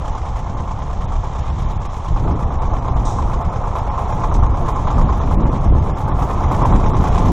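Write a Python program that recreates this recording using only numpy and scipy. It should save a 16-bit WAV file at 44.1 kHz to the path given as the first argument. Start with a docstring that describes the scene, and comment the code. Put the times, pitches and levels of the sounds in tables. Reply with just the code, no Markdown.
"""The knocking of an old two-cylinder diesel tractor grows nearer across a meadow, under buffeting wind.
The cylinders fire about a quarter cycle apart: two strong knocks ring the block by modal resonance, two strong
puffs excite the exhaust pipe, then comes a pause with weaker ones. Tinwork, gears and valves rattle as
modulated noise, air hisses out twice, and turbulence rumbles and flutters at a nearly mono microphone."""
import sys
import numpy as np
from scipy import signal
from scipy.fft import rfft, irfft, next_fast_len
from scipy.io import wavfile

SR = 44100
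rng = np.random.default_rng(int(sys.argv[2]) if len(sys.argv) > 2 else 0)


def inscribe(sig):
    """Save sig as 16-bit PCM at rate SR to the path in sys.argv[1].

    A 1-D sig is mono; a 2-D sig holds one channel per row.
    Samples are clipped to [-1, 1] before scaling.
    """
    pcm = np.round(np.clip(np.atleast_2d(sig).T, -1, 1) * 32767)
    wavfile.write(sys.argv[1], SR, pcm.astype(np.int16))


N = 322795  # samples

# engine speed: start_s [s], cycle_rate_hz [four-stroke cycles per s]
ENGINE_SPEED = [(0.0, 9.836), (0.73, 9.18), (1.46, 8.546), (2.2, 8.709), (2.93, 8.841), (3.66, 8.82),
                (4.39, 8.944), (5.12, 9.119), (5.86, 9.059), (6.59, 9.432), (7.32, 9.485)]
START_CYCLE = 0.277  # cycles already turned at the start


def crank_cycle():
    """Phase is the time integral of frequency: four-stroke cycles turned so far."""
    return START_CYCLE + np.cumsum(curves(ENGINE_SPEED)[0]) / SR


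# engine at the microphone as it nears: start_s [s], block_db [dB], treble_db [dB, base of the treble parts]
ENGINE_LEVEL = [(0, -29, -47), (.7, -29.5, -49.5), (1.4, -29.5, -46.5), (2.05, -30.5, -47.5),
                (2.4, -26, -50), (3.0, -25.5, -48.5), (3.6, -24, -48.5), (4.2, -23.5, -46.5),
                (4.5, -24, -49.5), (4.9, -23.5, -45), (5.85, -26, -48.5), (6.2, -23, -48), (6.67, -19, -42),
                (6.95, -22.5, -44.5), (7.1, -19.5, -40.5), (7.32, -22.5, -42.5)]
# blows in each cycle, over the running noise: place [cycle 0-1], block_db, tinwork_and_gears_db, valves_db [dB]
CYLINDER_BLOWS = [(.735, 9.5, 4, 6.5), (0.03, 6.5, 9, 9.5), (.54, 3, 0, -11), (0.4, 1, 2, -20),
                  (.83, 0, 8.5, -12)]
# spectrum of the block: pitch_hz [Hz], level_db [dB per Hz]
BLOCK_SPECTRUM = [(290, -19), (500, -3.5), (579, -4), (647, -3), (710, 1), (775, -1), (888, 0),
                  (1100, -5.5), (1240, -8), (1360, -12.5), (1600, -43.5), (2080, -68.5), (3520, -120)]
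# modes of the block under a blow: pitch_hz [Hz], level_db [dB], t60_s [s]
BLOCK_MODES = [(545, -16, 0.083), (654, -14, 0.085), (715.4, -7, 0.062), (799.6, -7, 0.086),
               (864.5, -4, 0.094), (905.8, -3, 0.047), (1015, -1.5, 0.04), (1054.8, 0, 0.055),
               (1122, -3, .06), (1210, -2.5, 0.023), (1280, -6.5, 0.026), (1401, -14.5, 0.045)]
# short ring of the cylinder head at each blow: pitch_hz [Hz], width_hz [Hz, of each of two passes], level_db [dB]
HEAD_RESONANCES = [(1050, 103, 1), (1155, 127, -3), (921, 117, -5)]
# spectrum of the tinwork: pitch_hz [Hz], level_db [dB per Hz]
TINWORK_SPECTRUM = [(1000, -15), (1500, 3.5), (1900, 3), (2400, 1), (2700, -16), (3200, -31.5)]
# modes of the tinwork: pitch_hz [Hz], level_db [dB], t60_s [s]
TINWORK_MODES = [(1675, -2.5, 0.025), (2114, -15.5, 0.032), (2118, -4.5, 0.019), (2443, -15, 0.031),
                 (2534, -4, 0.02)]
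# spectrum of the gears: pitch_hz [Hz], level_db [dB per Hz]
GEAR_SPECTRUM = [(2200, -22), (2700, -2.5), (3200, 1.5), (3700, 0), (4100, -5), (4500, -10), (5200, -41.5)]
# spectrum of the valves: pitch_hz [Hz], level_db [dB per Hz]
VALVE_SPECTRUM = [(3700, -58), (4500, -10), (5200, -4), (5900, -1.5), (7000, -3.5), (8400, -15),
                  (10000, -20.5), (14000, -30), (17000, -43)]
# spectrum of the low growl of the block: pitch_hz [Hz], level_db [dB per Hz]
GROWL_SPECTRUM = [(150, -20), (230, -2), (300, 2.5), (370, 5), (450, 5.5), (600, -31)]
# growl, heard only from near: start_s [s], level_db [dB]
GROWL_GAIN = [(0, -50.5), (4, -39), (6.1, -37), (6.7, -32.5), (7.32, -33.5)]
TINWORK_DB, GEARS_DB, VALVES_DB = 1.5, -3, -3.5  # each against the base treble level
TINWORK_FOLLOWS_BLOCK = 0.43  # share of the block level in the level of the tinwork
RING_DEPTH_DB = 2  # the modes of the block throb more deeply than its broad noise
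HEAD_DB = -9  # cylinder head against the rest of the knock


def engine_body(cycle):
    """Impact excitation: each blow shakes block, tinwork, gears and valves together, each by its own amount."""
    blows = [strikes(cycle, row[0], 0, spread_db=2.0, jitter=0.00822) for row in CYLINDER_BLOWS]
    block_blows, tin_blows, valve_blows = (
        sum(gain_of(row[k]) * blow for row, blow in zip(CYLINDER_BLOWS, blows)) for k in range(1, 4))
    block_shake = shaking(block_blows, decay_s=0.0038, flicker_db=0.7)
    tin_shake = shaking(tin_blows, decay_s=0.0061, flicker_db=1.5)
    ring_shake = shaking(gain_of(RING_DEPTH_DB) * block_blows, decay_s=0.011, flicker_db=0.87)

    block_ring = ringing(ring_shake, block_blows, BLOCK_MODES, blow_db=-3.5)
    block_noise = evened(coloured(block_shake, BLOCK_SPECTRUM))
    head = sum(gain_of(db) * resonate(resonate(block_blows, hz, width), hz, width)
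               for hz, width, db in HEAD_RESONANCES)
    knock = evened(block_ring + gain_of(0.8) * block_noise) + gain_of(HEAD_DB) * evened(head)

    tin_ring = ringing(tin_shake, tin_blows, TINWORK_MODES, blow_db=-8.5)
    clatter = tin_ring + gain_of(5.0) * evened(coloured(tin_shake, TINWORK_SPECTRUM))
    gears = coloured(tin_shake, GEAR_SPECTRUM)
    valves = coloured(shaking(valve_blows, decay_s=0.008, flicker_db=1.52), VALVE_SPECTRUM)
    growl = coloured(shaking(block_blows, decay_s=0.03, flicker_db=0.83), GROWL_SPECTRUM)

    block_db, treble_db = curves(ENGINE_LEVEL)
    block_over_treble = block_db - treble_db
    tin_db = treble_db + TINWORK_DB + TINWORK_FOLLOWS_BLOCK * (block_over_treble - np.mean(block_over_treble))
    parts = knock, clatter, gears, valves, growl
    levels = block_db, tin_db, treble_db + GEARS_DB, treble_db + VALVES_DB, curves(GROWL_GAIN)[0]
    return sum(gain_of(db) * evened(part) for db, part in zip(levels, parts))


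def strikes(cycle, place, db, spread_db, jitter):
    """Quasi-periodic impulses: one click a cycle at this place, varying in size and time (jitter in cycles)."""
    luck = rng.standard_normal((int(cycle[-1]) + 1, 2))
    at = np.searchsorted(cycle, np.arange(len(luck)) + place + jitter * luck[:, 0])
    out = np.zeros(N + 1)
    out[at] = gain_of(db + spread_db * luck[:, 1])
    out[0] = 0  # clicks due before the start land here; those due after the end land on sample N
    return out[:N]


def shaking(clicks, decay_s, flicker_db):
    """Amplitude modulation: noise of moving metal whose power swells at each blow and dies away."""
    t = np.arange(SR // 4) / SR
    swell = (1 - np.exp(-t / 0.0033)) * np.exp(-t / decay_s)
    power = 1 + signal.oaconvolve(clicks ** 2, swell)[:N]
    return np.sqrt(power) * gain_of(flicker_db * wander(100)) * rng.standard_normal(N)


def ringing(shake, clicks, modes, blow_db):
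    """Modal superposition: shaking and blows set damped modes going; heavy metal takes a moment to speak."""
    t = np.arange(SR // 6) / SR
    ring = sum(gain_of(db - 60 * t / t60) * np.sin(2 * np.pi * hz * t) for hz, db, t60 in modes)
    ring = ring * (1 - np.exp(-t / 0.0014)) ** 2
    drive = evened(shake) + gain_of(blow_db) * evened(clicks)
    rung = signal.oaconvolve(drive, ring)[:N]
    now = np.arange(N)
    # the ring wavers slightly in pitch: a changing delay of 0.684 ms rms
    delay = 0.000684 * SR * wander(4.96)
    return evened(np.interp(now + delay, now, rung))


# exhaust puffs: place [cycle 0-1], level_db [dB]
EXHAUST_PUFFS = [(0.058, -4), (.31, -4), (0.559, -19), (0.811, -15.5)]
# resonances of the pipe: pitch_hz [Hz], width_hz [Hz], level_db [dB]
PIPE_RESONANCES = [(35, 57, 4.5), (71, 33, 6), (108, 34, -18)]
# exhaust as heard: start_s [s], level_db [dB]
EXHAUST_LEVEL = [(0, -29.5), (2, -22), (4.5, -24.5), (7.32, -24)]


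def exhaust(cycle):
    """Pipe resonance: soft pressure puffs excite the air column."""
    puffs = sum(strikes(cycle, place, db, spread_db=1.0, jitter=0.012) for place, db in EXHAUST_PUFFS)
    pipe = sum(gain_of(db) * resonate(puffs, hz, width) for hz, width, db in PIPE_RESONANCES)
    soft = signal.oaconvolve(pipe, signal.windows.hann(SR // 200))[:N]  # 5 ms smoothing
    return gain_of(curves(EXHAUST_LEVEL)[0]) * evened(soft)


# short hisses of escaping air: start_s [s], level_db [dB], t60_s [s]
AIR_HISSES = [(3.052, -35.5, 0.64), (4.34, -37.5, 0.17)]
# their spectrum: pitch_hz [Hz], level_db [dB per Hz]
HISS_SPECTRUM = [(2500, -27), (3700, -4), (4500, -16.5), (5900, -1.5), (7200, -8.5), (8400, -13),
                 (11000, -38)]


def hisses():
    """Jet noise with exponential decay: air starts sharply and bleeds away."""
    t = np.arange(N) / SR
    level = sum((t > s) * gain_of(db - 60 * np.maximum(t - s, 0) / t60) for s, db, t60 in AIR_HISSES)
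    return level * evened(coloured(rng.standard_normal(N), HISS_SPECTRUM))


# changing wind on the microphone: start_s [s], rumble_db [dB]
CHANGING_WIND = [(0, -21.5), (.3, -21), (.85, -21), (1.35, -22), (2.04, -25), (2.12, -16), (2.6, -17.5),
                 (3.1, -15.5), (3.4, -17.5), (3.85, -20.5), (4.1, -19.5), (4.4, -14), (4.78, -17.5),
                 (5.2, -15), (5.97, -15.5), (6.4, -15), (6.7, -10.5), (7.32, -14.5)]
# gusts on top of it: peak_s [s], length_s [s], rumble_db [dB], flutter_db [dB]
WIND_GUSTS = [(0.232, 0.07, -18, -68), (0.575, 0.32, -24, -30.5), (1.04, 0.24, -20, -32.5),
              (1.178, 0.12, -13.5, -39), (1.548, .2, -22, -33.5), (1.674, 0.59, -15.5, -31.5),
              (2.156, 0.21, -12.5, -28), (2.285, 0.26, -19, -18), (2.73, 0.062, -9.5, -31),
              (2.966, 0.1, -9.5, -27), (4.18, 0.17, -16, -34), (4.429, 0.15, -9.5, -28),
              (4.639, .15, -25.5, -25.5), (4.991, 0.17, -8, -15), (5.106, 0.081, -10, -27),
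              (5.441, 0.45, -20, -15.5), (5.73, 0.32, -8.5, -18.5), (5.905, 0.18, -27, -24),
              (6.136, 0.33, -19, -26.5), (7.32, 0.35, -11, -13)]
# spectrum of the rumble: pitch_hz [Hz], level_db [dB per Hz]
RUMBLE_SPECTRUM = [(0, -19), (8, -7.5), (20, 3.5), (48, 3), (82, -1), (130, -7), (170, -32.5), (290, -114)]
# spectrum of the flutter: pitch_hz [Hz], level_db [dB per Hz]
FLUTTER_SPECTRUM = [(70, -25.5), (110, -1.5), (150, 1.5), (220, -5), (330, -9), (500, -16.5), (800, -21.5),
                    (1500, -62)]
FLUTTER_DB, MEAN_WIND_DB = -30.5, -19  # flutter level when the underlying rumble is at the mean
FLUTTER_SLOPE = 1.52  # dB per dB: flutter grows faster than the rumble
LUMPS_DB, LUMPS_HZ = 1.42, 13.6  # rms depth and top rate of the unevenness


def wind():
    """Turbulent pressure: lumpy rumble, and higher flutter as eddies pass the port; gust powers add."""
    t, underlying_db = np.arange(N) / SR, curves(CHANGING_WIND)[0]
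    rumble_db = underlying_db + LUMPS_DB * wander(LUMPS_HZ)
    flutter_db = FLUTTER_DB + FLUTTER_SLOPE * (underlying_db - MEAN_WIND_DB) + LUMPS_DB * wander(LUMPS_HZ)
    rumble_power, flutter_power = gain_of(2 * rumble_db), gain_of(2 * flutter_db)
    for peak_s, length_s, gust_rumble_db, gust_flutter_db in WIND_GUSTS:
        swell = np.cos(np.pi * np.clip((t - peak_s) / length_s, -.5, .5)) ** 4
        rumble_power = rumble_power + gain_of(2 * gust_rumble_db) * swell
        flutter_power = flutter_power + gain_of(2 * gust_flutter_db) * swell
    eddies = wander(25)  # shared by both, scaled to dB below
    rumble = evened(coloured(gain_of(1.02 * eddies) * rng.standard_normal(N), RUMBLE_SPECTRUM))
    flutter = evened(coloured(gain_of(1.52 * eddies) * rng.standard_normal(N), FLUTTER_SPECTRUM))
    return np.sqrt(rumble_power) * rumble + np.sqrt(flutter_power) * flutter


def gain_of(db):
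    """Logarithmic level: decibels to an amplitude factor."""
    return 10 ** (np.asarray(db) / 20)


def evened(x):
    """Power normalisation: scales to rms 1."""
    return x / np.sqrt(np.mean(x ** 2) + 1e-20)


def curves(rows):
    """Linear interpolation: the columns of a table after the time, one value a sample."""
    s, *columns = np.transpose(rows)
    return [np.interp(np.arange(N) / SR, s, c) for c in columns]


def coloured(x, points):
    """Linear filtering: shapes x by a spectrum, without phase shift."""
    f, db = np.transpose(points)
    size = next_fast_len(N)
    hz = np.fft.rfftfreq(size, 1 / SR)
    gain = gain_of(np.interp(np.log(hz + 1), np.log(f + 1), db))
    return irfft(rfft(x, size) * gain, size)[:N]


def wander(rate_hz):
    """Low-passed random process: slow chance of rms 1."""
    low_pass = signal.butter(2, rate_hz, fs=SR, output="sos")
    return evened(signal.sosfilt(low_pass, rng.standard_normal(N)))


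def resonate(x, hz, width):
    """Damped oscillator: one resonance of gain 1."""
    pole = np.exp((2j * np.pi * hz - np.pi * width) / SR)
    return 2 * signal.lfilter([1 - abs(pole)], [1, -pole], x).real


# base threshold under which faint treble drops out: pitch_hz [Hz], threshold_db [dB in one bin]
FAINT_THRESHOLD = [(2000, -103), (3000, -86), (4600, -86.5), (6000, -83.5), (8000, -86.5), (10000, -86),
                   (14000, -81.5)]


def dropouts(x):
    """Threshold gating: faint treble falls silent in patches; louder sound at the low end raises the bar."""
    hz, _, z = signal.stft(x, SR, window="cosine", nperseg=2048, noverlap=1024)
    power = abs(z) ** 2
    loud_db = 10 * np.log10(power[:64].mean(0) + 1e-12)  # below about 1.4 kHz
    bands = np.arange(len(hz)) // 24
    band_power = np.add.reduceat(power, np.arange(0, len(hz), 24)) / 24
    band_db = 10 * np.log10(band_power + 1e-14)[bands]
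    frame_mood_db = 4.9 * rng.standard_normal(z.shape[1])
    band_mood_db = 3.0 * rng.standard_normal((bands[-1] + 1, z.shape[1]))[bands]
    base_db = np.interp(hz, *np.transpose(FAINT_THRESHOLD), left=-300)[:, None]
    bar_db = base_db + 0.89 * (loud_db + 38.0) + frame_mood_db + band_mood_db
    keep = (band_db > bar_db) & (power > gain_of(2 * (bar_db - 4)))
    return signal.istft(z * keep, SR, window="cosine", nperseg=2048, noverlap=1024)[1][:N]


def scene():
    """Superposition: all sources add and reach both channels alike."""
    cycle = crank_cycle()
    return np.tile(engine_body(cycle) + exhaust(cycle) + wind() + hisses(), (2, 1))


def top_cut(x):
    """Nothing passes above the cut-off."""
    return signal.sosfilt(signal.butter(12, 14800, fs=SR, output="sos"), x)


# what the right channel gains and the left loses: pitch_hz [Hz], level_db [dB against the mono sound]
RIGHTWARD_LEAN = [(100, -61.5), (310, -40.5), (530, -30.5), (950, -22.5), (1400, -21.5), (3000, -24),
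                  (7000, -26.5), (12000, -39)]


def record(dry):
    """Soft saturation rounds the peaks; the right channel is a little more sensitive above the bass."""
    mono = dropouts(0.96 * np.tanh(dry[0] / 1.106))
    lean = coloured(mono, RIGHTWARD_LEAN)
    return top_cut(np.array([mono - lean, mono + lean]))


dry = scene()
out = record(dry)
inscribe(out)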